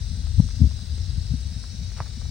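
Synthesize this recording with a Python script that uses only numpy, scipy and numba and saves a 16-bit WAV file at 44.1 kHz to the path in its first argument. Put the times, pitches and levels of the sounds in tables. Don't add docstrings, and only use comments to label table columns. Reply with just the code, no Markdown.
import sys
import numpy as np
from scipy import signal
from scipy.fft import rfft, irfft, next_fast_len
from scipy.io import wavfile
from scipy.ndimage import uniform_filter1d
from numba import njit

SR = 44100
rng = np.random.default_rng(int(sys.argv[2]) if len(sys.argv) > 2 else 0)


def to_wav(s):
    ch = np.atleast_2d(s).T
    pcm = np.round(np.clip(ch, -1, 1) * 32767)
    wavfile.write(sys.argv[1], SR, pcm.astype(np.int16))


N = 101430
T = np.arange(N) / SR


def undb(db):
    return 10 ** (np.asarray(db) / 20)


def unit(x):
    return x / np.sqrt(np.mean(x ** 2) + 1e-20)


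def curve(rows):
    return undb(np.interp(T, *np.array(rows).T))


def colour(x, points):
    size = next_fast_len(N + 8192)
    size += size % 2
    hz, db = np.array(points, float).T
    bin_hz = np.arange(size // 2 + 1) * SR / size
    gain = undb(np.interp(np.log(bin_hz + 1), np.log(hz), db))
    cepstrum = irfft(np.log(unit(gain)))
    cepstrum[1:size // 2] *= 2
    cepstrum[size // 2 + 1:] = 0
    response = np.exp(rfft(cepstrum))
    return irfft(rfft(x, size) * response)[..., :N]


def band(x, hz, width_hz):
    return signal.lfilter(*signal.iirpeak(hz, hz / width_hz, fs=SR), x)


@njit
def sweep(x, hz, width):
    y, b, l = np.empty(len(x)), 0., 0.
    for i in range(len(x)):
        g, k = np.tan(np.pi * hz[i] / SR), width / hz[i]
        v = (b + g * (x[i] - l)) / (1 + g * (g + k))
        b, l, y[i] = 2 * v - b, l + 2 * g * v, k * v
    return y


def walk(rate):
    hold = int(SR / rate)
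    steps = np.repeat(rng.standard_normal(N // hold + 1), hold)
    smooth = uniform_filter1d(uniform_filter1d(steps, hold), hold)[:N]
    return unit(smooth - smooth.mean())


def push(at, width):
    u = ((T - at) / width) ** 2
    return (1 - u) * np.exp(-u / 2)


AIR_DB, AIR_SIDE_DB = -54.5, -8
# frequency in Hz, density in dB per Hz (relative).
AIR_COLOUR = [(100, -6.5), (400, 4), (700, -0.5), (1150, -6), (1600, -0.5), (2400, -4.5), (4000, -3),
              (8000, -9), (10300, -54), (11200, -28.5), (12500, -22), (13500, -40), (15500, -9.5)]


def air():
    mid, side = colour(rng.standard_normal((2, N)), AIR_COLOUR)
    return undb(AIR_DB) * (mid + undb(AIR_SIDE_DB) * side * np.array([[1], [-1]]))


def turbulence(shape, even_s):
    x = colour(rng.standard_normal(N), shape)
    power = uniform_filter1d(np.abs(signal.hilbert(x)) ** 2 / 2, max(int(even_s * SR), 1))
    return x / np.sqrt(power + 1e-9)


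GUST_LIMIT = .7


def level_off(x):
    strength = uniform_filter1d(np.abs(signal.hilbert(x)), size=220)
    return x / (1 + (strength / GUST_LIMIT) ** 4) ** (1 / 4)


WIND_PAN_DB, WIND_APART_DB = 10, -17.5
FLUTTER_DB = -46.5
PORT_LOW_HZ, PORT_TOP_HZ = 29.2, 1780
# time in seconds, level in dB.
BREEZE_LEVEL = [(0, -23), (.15, -24.5), (.26, -22), (.36, -19.5), (.46, -22.5), (.56, -24.5), (.74, -23.5),
                (.84, -33), (.93, -21), (.98, -27.5), (1.015, -21), (1.06, -27.5), (1.18, -21.5),
                (1.26, -26), (1.41, -25.5), (1.55, -27.5), (1.64, -31.5), (1.84, -26), (1.95, -28.5),
                (2.12, -30), (2.3, -23)]
# middle in seconds, half length in seconds, rumble in dB,
# flutter in dB.
BUFFETS = [(0.122, .012, -42, -34.5), (0.193, 0.023, -49, -38.5), (0.248, 0.0091, -25.5, -35.5),
           (.388, 0.0064, -11, -27), (0.438, 0.02, -20.5, -34.5), (0.608, 0.0088, -21.5, -21.5),
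           (0.634, 0.015, -6.5, -16.5), (0.663, .011, -12, -29), (0.831, 0.0095, -28.5, -43),
           (0.932, 0.014, -23, -56), (0.983, 0.0055, -45, -44), (1.012, 0.0085, -23, -64),
           (1.096, 0.012, -21, -55), (1.178, 0.0092, -20, -61), (1.314, .011, -17.5, -46),
           (1.344, .01, -16, -25.5), (1.464, 0.011, -27.5, -38.5), (1.528, 0.0088, -34, -37),
           (1.569, 0.01, -24, -41), (1.741, 0.0083, -26, -38), (1.817, 0.013, -27, -47),
           (2.181, 0.0078, -33, -34.5)]
# middle in seconds, width in seconds, peak in dB.
THUMPS = [(0.402, 0.0018, 2), (0.618, 0.0019, -3), (.98, 0.00068, -36)]
# frequency in Hz, density in dB per Hz (relative).
BREEZE_COLOUR = [(15, -25.5), (28, -21.5), (45, 1), (70, 4), (100, -3.5), (125, -15.5), (190, -25),
                 (255, -36), (400, -65.5), (2000, -99)]
BUFFET_COLOUR = [(20, -43), (50, 1), (82, 13.5), (115, 1.5), (165, -5.5), (245, -24), (320, -29),
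                 (420, -53), (800, -70), (2000, -73)]
FLUTTER_COLOUR = [(60, -28), (120, 5), (170, 7), (255, -2.5), (305, -22.5), (400, -27.5), (800, -43),
                  (2000, -87.5)]


def wind():
    breeze = curve(BREEZE_LEVEL)
    swells = np.array([np.exp(-np.abs((T - at) / half) ** 3 / 2) for at, half, _, _ in BUFFETS])
    rumble, flutter = undb(np.array(BUFFETS)[:, 2:].T) @ swells
    thumps = sum(undb(db) * push(at, width) for at, width, db in THUMPS)

    gusts = breeze * turbulence(BREEZE_COLOUR, 0.038)
    gusts = gusts + rumble * turbulence(BUFFET_COLOUR, 0.031)
    gusts = gusts + (undb(FLUTTER_DB) + flutter) * turbulence(FLUTTER_COLOUR, 0.02)
    left = level_off(gusts) - thumps

    apart = undb(WIND_APART_DB) * breeze * turbulence(BREEZE_COLOUR, 0.036)
    right = left * undb(-WIND_PAN_DB) + apart
    port = signal.butter(2, [PORT_LOW_HZ, PORT_TOP_HZ], "bandpass", fs=SR, output="sos")
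    return signal.sosfiltfilt(port, np.array([left, right]), padtype="even")


SNAP_S, SNAP_DB = 2.0035, -9
HEEL_S, HEEL_WIDTH_S, HEEL_DB = 2.0125, .0027, -18
# start in seconds, level in dB, decay to 1/e in seconds,
# high crackle in dB relative to that level.
GRIT = [(0.268, -44.5, 0.0036, -8.5), (0.4885, -45.5, 0.0012, 4), (0.508, -44, 0.0025, -3.5),
        (0.711, -45.5, 0.003, -15), (0.79, -44, 0.0024, -18), (0.98, -54.5, 0.0041, 5.5),
        (1.639, -40, 0.0032, -23), (1.917, -48.5, 0.004, -2), (1.964, -47.5, 0.024, -4),
        (1.982, -47.5, 0.0071, -15), (1.99, -50, 0.0069, -5), (2.0031, -27, 0.0017, -16.5),
        (2.009, -41.5, 0.011, -16), (2.058, -48, 0.015, -17), (2.213, -42.5, 0.0057, -16),
        (2.253, -49, 0.0048, -16)]
# frequency in Hz, density in dB per Hz (relative).
GRIT_COLOUR = [(200, -11), (450, 3), (750, 5), (1200, 6), (1900, -1), (2800, -20), (4500, -15), (9000, -51)]
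CRACKLE_COLOUR = [(600, -47), (1200, -7), (2200, 4), (3000, 5), (4500, -17), (9000, -35)]


def shoe():
    bursts = [undb(db) * (T >= at) * np.exp(-np.abs(T - at) / decay) for at, db, decay, _ in GRIT]
    high = sum(burst * undb(row[3]) for burst, row in zip(bursts, GRIT))
    snap = undb(SNAP_DB) * (np.arange(N) == int(SNAP_S * SR))
    grit = colour(snap + sum(bursts) * rng.standard_normal(N), GRIT_COLOUR)
    crackle = colour(high * rng.standard_normal(N), CRACKLE_COLOUR)
    heel = undb(HEEL_DB) * push(HEEL_S, HEEL_WIDTH_S)
    return grit + crackle + heel


SHAKE_HZ, SHAKE_DRIFT = 59.93, .025
STROKE_SPREAD, KNOCK_SCATTER_DB = .17, 1


def knocks(count=12):
    strokes = np.cumsum(2 * SHAKE_HZ * (1 + SHAKE_DRIFT * walk(4))) / SR
    chance = rng.standard_normal((int(strokes[-1]) + 1, count, 2))
    when = np.arange(len(chance))[:, None] + STROKE_SPREAD * chance[..., 0]
    where = np.searchsorted(strokes, when).ravel()
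    sign = (-1) ** np.arange(count)
    size = (undb(KNOCK_SCATTER_DB * chance[..., 1]) * sign).ravel()
    return np.bincount(where, size * (where > 0), N + 1)[:N]


TWIG_T60_S, TWIG_DB = 0.06, 4.5


def bush(x):
    decay = np.exp(-2 * np.log(1000) / (TWIG_T60_S * SR))
    power = signal.lfilter([1 - decay], [1, -decay], x ** 2)
    return unit(x + undb(TWIG_DB) * np.sqrt(power) * rng.standard_normal(N))


ECHO_SPAN_S, ECHO_DRIFT_S, ECHO_DB = .007, .00004, 6


def stems(x, count=9):
    lags = ECHO_SPAN_S * (np.arange(count) + rng.uniform(0.21, 1, count)) / count
    fine = signal.resample_poly(x, 4, 1)
    grid = np.linspace(0, N, len(fine), endpoint=False)
    echoes = sum(np.interp((T - lag - ECHO_DRIFT_S * walk(1.52)) * SR, grid, fine) for lag in lags)
    return unit(x + undb(ECHO_DB) * unit(echoes))


RATTLE_LEFT_DB, RATTLE_RIGHT_DB = -45, -50
RATTLE_APART_DB = -14.5
RATTLE_WANDER_DB = .9
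RING_WIDTH_HZ, RING_DB = 880, -49.5
BODY_HZ, BODY_WIDTH_HZ, BODY_DB = 3940, 500, -53
# frequency in Hz, density in dB per Hz (relative).
RATTLE_LEFT = [(1200, -20.5), (2400, -6.5), (3000, -8), (3400, -8.5), (3800, 1), (4700, 6), (5400, 2.5),
               (6200, -2.5), (6800, -8.5), (7900, -19.5), (8800, -13), (10200, -20.5), (11200, -50.5)]
RATTLE_RIGHT = [(1200, -24), (2700, -6.5), (3300, -3), (3850, 8.5), (5000, -5.5), (6200, 4), (6800, -6),
                (7850, -1.5), (8120, 8.5), (8900, 0), (9600, -3), (10350, -25), (11200, -35.5)]
# time in seconds, centre in Hz,
# strength in dB.
RING = [(0, 5750, -3), (0.282, 5600, -11), (.44, 5760, 0), (.58, 5800, -4), (.72, 5470, -2.5),
        (.86, 5570, -12.5), (1.02, 5500, 0), (1.2, 5230, -11), (1.42, 6060, -10), (1.521, 5300, -6),
        (1.68, 5390, -2), (1.88, 5800, -2.5), (2.05, 5400, -5.5), (2.3, 5530, -4.5)]
# time in seconds, strength in dB.
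BODY = [(0, -4), (.3, -2), (.6, -5.5), (.83, 0), (1.1, -1), (1.35, -6.5), (1.6, -10), (2.3, -28)]


def rattle():
    hits, ports = knocks(), []
    at, centre, strength = np.array(RING, float).T
    ring_hz = np.interp(T, at, centre)
    ring_gain = undb(np.interp(T, at, strength))
    shared = bush(hits)
    body = band(band(bush(hits), BODY_HZ, BODY_WIDTH_HZ), BODY_HZ, BODY_WIDTH_HZ)
    body = unit(body) * curve(BODY) * undb(BODY_DB)
    sway = [(hz, undb(RATTLE_WANDER_DB * walk(11.0)) - 1) for hz in np.geomspace(3800, 8800, num=12)]

    for shape, db in ((RATTLE_LEFT, RATTLE_LEFT_DB), (RATTLE_RIGHT, RATTLE_RIGHT_DB)):
        heard = stems(unit(shared + undb(RATTLE_APART_DB) * bush(hits)))
        swaying = heard + sum(gain * band(heard, hz, 220) for hz, gain in sway)
        ring = sweep(bush(hits), ring_hz, float(RING_WIDTH_HZ))
        ring = unit(sweep(ring, ring_hz, float(RING_WIDTH_HZ)))
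        hollow = body + ring * ring_gain * undb(RING_DB)
        ports.append(unit(colour(swaying, shape)) * undb(db) + hollow)
    return np.array(ports)


def scene():
    return air() + wind() + shoe() + rattle()


FULL_SCALE, TOP_HZ = 1.0, 15800


def overload(x):
    return x / (1 + (x / FULL_SCALE) ** 40) ** (1 / 40)


def record(dry):
    top_cut = signal.ellip(10, .2, 80, TOP_HZ, fs=SR, output="sos")
    return signal.sosfilt(top_cut, overload(dry))


dry = scene()
out = record(dry)
to_wav(out)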